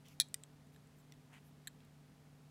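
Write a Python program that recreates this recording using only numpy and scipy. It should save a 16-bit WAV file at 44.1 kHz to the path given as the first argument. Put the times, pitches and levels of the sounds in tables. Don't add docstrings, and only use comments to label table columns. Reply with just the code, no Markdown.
import sys
import numpy as np
from scipy import signal
from scipy.fft import rfft, irfft
from scipy.io import wavfile

SR = 44100
rng = np.random.default_rng(int(sys.argv[2]) if len(sys.argv) > 2 else 0)


def to_wav(sig):
    pcm = np.clip(np.atleast_2d(sig), -1, 1) * 32767
    pcm = np.round(pcm).astype(np.int16)
    wavfile.write(sys.argv[1], SR, pcm.T)


def invert_db(level):
    return 10 ** (np.asarray(level, dtype=float) / 20)


N = 110250


def delayed(x, late_s):
    return np.roll(x, int(round(late_s * SR)))


def rms_one(x):
    return x / np.sqrt(np.mean(x ** 2) + 1e-30)


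def filtered(x, order, edge_hz, kind):
    return signal.sosfilt(signal.butter(order, edge_hz, kind, fs=SR, output="sos"), x)


def ring(clicks, pitch_hz, t60_s):
    decay = invert_db(-60 / (t60_s * SR))
    turn = 2 * np.pi * pitch_hz / SR
    return signal.lfilter([0, np.sin(turn)], [1, -2 * decay * np.cos(turn), decay * decay], clicks + 1e-18)


# (softer contacts narrow around 4 kHz, losing dB per octave away from 4 kHz per dB softer)
HOLDS = [
    (.00053, -4.5, -13, .3),
    (.00056, -1, -14, 0),
    (.00055, -5, -16, 0),
    (.0005, -6, -11, 0),
    (.00048, -2, -21, 0),
]


def strikes(hits, modes, hold):
    start_s, level_db, tilt_db = np.transpose(hits)
    palm_delay_s, palm_level_db, crack_level_db, softening = HOLDS[hold]
    at = (start_s * SR).astype(int)
    softer_db = level_db.max() - level_db
    out = np.zeros(N)

    for k, (pitch_hz, mode_db, t60_s) in enumerate(modes):
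        octaves = np.log2(pitch_hz / 4000)
        click_db = level_db + mode_db - 8 + tilt_db * octaves - softening * softer_db * abs(octaves)
        clicks = np.zeros(N)
        clicks[at] = invert_db(click_db) * (-1) ** k
        out += ring(clicks, pitch_hz, min(t60_s, 105 / pitch_hz))

    t = np.arange(600) / SR
    crack_t60_s = .005
    cracks = rng.standard_normal((len(at), len(t)))
    crack_db = level_db + crack_level_db - softening * softer_db
    for i, db, crack in zip(at, crack_db, cracks):
        out[i:i + len(t)] += invert_db(db - 60 * t / crack_t60_s) * crack
    return out + invert_db(palm_level_db) * delayed(out, palm_delay_s)


# start_s, level_db, tilt_db_per_octave
CHATTER = [
    (.2002, -15, 0),
    (.2084, -21.5, -.5),
    (.2126, -28.5, 1),
    (.2154, -29, -1),
    (.2176, -31, -1),
    (.2197, -36, -1),
    (.2215, -39, -2),
    (.2322, -54, -3),
]
# pitch_hz, level_db, t60_s
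CAP_MODES = [(1740, -13, .011), (2392, -20, 0.053), (3320, -4, 0.02206), (4040, 5, 0.0068),
             (4700, 1.5, 0.0083), (5380, -1.5, 0.0047), (6640, -1, 0.014), (7350, -12, .008),
             (7790, -4.5, .016), (8700, -9.5, 0.012), (9740, 1.5, 0.0072), (10664, 4.5, .009),
             (13220, -7, .006), (15000, -11.5, .004)]


def cap_chatter():
    return strikes(CHATTER, CAP_MODES, 0)


# start_s, level_db, tilt_db_per_octave
BAND_TAPS = [
    (.3422, -29, 0),
    (.3446, -42, -4),
]
# pitch_hz, level_db, t60_s
BAND_MODES = [(1430, -20, 0.0099), (1952, -15, 0.029), (2440, -8, 0.015), (2970, -4.5, 0.0066),
              (3610, -8, 0.015), (4700, -2.5, 0.011), (6000, -2, 0.016), (6500, -5.5, 0.012),
              (7770, 7, 0.022), (8140, 9.5, 0.0078), (9300, 9.5, 0.0037), (11500, 2.5, 0.0031),
              (11900, -4, 0.0073), (14340, -8, 0.0065)]


def band_taps():
    return strikes(BAND_TAPS, BAND_MODES, 1)


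# start_s, level_db, tilt_db_per_octave
MOUTH_KNOCKS = [
    (.7614, -56.5, -3),
    (1.6725, -35, 0.6),
    (1.6770, -38.5, 1),
    (1.6813, -48, 0),
    (1.8498, -70, 7),
]
# pitch_hz, level_db, t60_s
MOUTH_MODES = [(1310, -26, 0.01), (1680, -1.5, 0.024), (2570, -11.5, 0.0076), (3195, 1.5, 0.03),
               (4074, 0.5, 0.0093), (6500, -24, 0.014), (7480, 6, 0.02), (7840, 4.5, 0.0043),
               (9750, -13, 0.0091), (10850, -5, 0.01), (11500, 5, 0.0049), (14650, -10, 0.013)]


def mouth_knocks():
    return strikes(MOUTH_KNOCKS, MOUTH_MODES, 4)


# start_s, level_db, tilt_db_per_octave
TOUCHES = [
    (.2853, -63, 9.5),
    (.4358, -43.5, 3.6),
    (.6696, -65.5, 1),
    (.7464, -61.5, -10.5),
    (.8726, -66, 5),
    (1.1382, -59, -5.0),
    (1.8041, -57.5, -11),
]
# pitch_hz, level_db, t60_s
TOUCH_MODES = [(1400, -25.5, .008), (2730, 1, 0.014), (3330, -5.5, 0.027), (4000, -2, .014),
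               (6940, 2, 0.0033), (7860, 3.5, 0.018), (8480, 2, 0.0088), (9850, -4, 0.0054),
               (13500, -11, 0.006)]


def light_touches():
    return strikes(TOUCHES, TOUCH_MODES, 2)


# start_s, level_db, tilt_db_per_octave
TIP_CLICKS = [
    (.0560, -60, -3),
    (.0629, -60, 0),
    (.0704, -60, -4),
    (.0848, -55.5, 2),
    (1.1220, -49, -2.1),
]
# pitch_hz, level_db, t60_s
TIP_MODES = [(2024, -5, 0.018), (2878, 0, 0.019), (3500, -0.5, 0.024), (4620, 6, 0.0031),
             (5750, 5.5, 0.0054), (7070, 4, 0.0076), (9260, 3.5, .005), (12300, -2.5, 0.0017),
             (15100, 2, 0.0088)]


def tip_clicks():
    return strikes(TIP_CLICKS, TIP_MODES, 3)


# delay_s, level_db
ECHOES = [
    (.0016, -10),
    (.0026, -13),
    (.0045, -22),
]


def knocks():
    direct = cap_chatter() + band_taps() + light_touches() + tip_clicks() + mouth_knocks()
    direct = filtered(direct, 4, 1150, "high")
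    return direct + sum(invert_db(level_db) * delayed(direct, delay_s) for delay_s, level_db in ECHOES)


# start_s, length_s, level_db (rms), pitch_hz (centre), width_hz
SLIDES = [(0.045, 0.062, -68, 2900, 800), (0.047, 0.11, -73, 6400, 3500), (.05, 0.12, -76, 10600, 4960),
          (.098, 0.044, -71.5, 2470, 650), (0.722, 0.036, -78, 11000, 6430), (.728, .016, -82.5, 2350, 950),
          (.961, 0.064, -80, 13000, 4000), (0.984, 0.029, -76.5, 7740, 800),
          (1.294, 0.1, -68.5, 1320, 1200), (1.32, 0.076, -65, 2200, 1600),
          (1.311, 0.083, -73.5, 5850, 7540), (1.437, 0.065, -76.5, 12000, 4000),
          (1.794, 0.069, -79.5, 2200, 2410)]


def slides():
    slips_per_s, spread_db = 1800, 4.5
    slipping = rng.random(N) < slips_per_s / SR
    strength = invert_db(spread_db * np.minimum(rng.exponential(1, N), 4))
    slips = slipping * strength * rng.choice([-1, 1], N)
    rub = rms_one(slips) + rng.standard_normal(N)

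    out, t = np.zeros(N), np.arange(N) / SR
    for start_s, length_s, level_db, pitch_hz, width_hz in SLIDES:
        progress = np.clip((t - start_s) / length_s, 0, 1)
        swell = np.sin(np.pi * progress).clip(0) ** .5 * (t < start_s + length_s)
        band_hz = [pitch_hz - width_hz / 2, min(pitch_hz + width_hz / 2, .45 * SR)]
        out += invert_db(level_db) * swell * rms_one(filtered(rub, 2, band_hz, "band"))
    return out


def room(x):
    level_db, t60_s = -31, 0.22
    t = np.arange(SR // 2) / SR
    tail = filtered(rng.standard_normal(len(t)), 2, [2500, 9000], "band")
    tail = tail * invert_db(-60 * t / t60_s) * (t > .005)
    return invert_db(level_db) * signal.fftconvolve(x, tail / np.sqrt(np.sum(tail ** 2)))[:N]


def resonance(x, pitch_hz, width_hz):
    r = np.exp(-np.pi * width_hz / SR)
    top = np.array([1, 0, -1]) * (1 - r * r) / 2
    return signal.lfilter(top, [1, -2 * r * np.cos(2 * np.pi * pitch_hz / SR), r * r], x)


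# pitch_hz, level_db (rms), width_hz
HUM = [(147, -64.5, 1), (253.9, -72.5, 1.4), (293, -79, 6.2), (397, -84.5, 21), (438.6, -81.5, 8),
       (505, -90.5, 3.0), (670.5, -86, 1.5), (702, -96.5, 3.0), (800, -88.5, 0.59)]


def hum():
    t, out = np.arange(N) / SR, np.zeros(N)
    for pitch_hz, level_db, width_hz in HUM:
        skirt = rms_one(resonance(rng.standard_normal(2 * N), pitch_hz, width_hz)[N:])
        tone = np.sqrt(2) * np.sin(2 * np.pi * (pitch_hz * t + rng.random()))
        steady = 1 / (1 + (width_hz / 6) ** 4)
        out += invert_db(level_db) * (np.sqrt(steady) * tone + np.sqrt(1 - steady) * skirt)
    return out


# pitch_hz, level_db_per_hz
AIR = [(20, -107), (45, -97.5), (95, -92), (200, -89), (330, -102), (700, -104), (3000, -113),
       (12500, -121)]


def air():
    hz = np.fft.rfftfreq(N, 1 / SR)
    pitch_hz, level_db = np.transpose(AIR)
    colour = invert_db(np.interp(np.log(hz + 1), np.log(pitch_hz), level_db)) * (hz > 10)
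    colour = colour / np.sqrt(1 + (hz / 14200) ** 8)
    return irfft(rfft(rng.standard_normal(N)) * colour * np.sqrt(SR / 2), N)


def scene():
    pen = knocks()
    return (pen + room(pen) + slides() + hum() + air())[None]


def low_pass(x):
    return signal.sosfilt(signal.butter(12, 17050, fs=SR, output="sos"), x)


def record(dry):
    mix = filtered(dry, 6, 16300, "low")
    mix = signal.sosfilt(signal.cheby2(10, 60, 17200, fs=SR, output="sos"), mix)
    return low_pass(mix)


dry = scene()
out = record(dry)
to_wav(out)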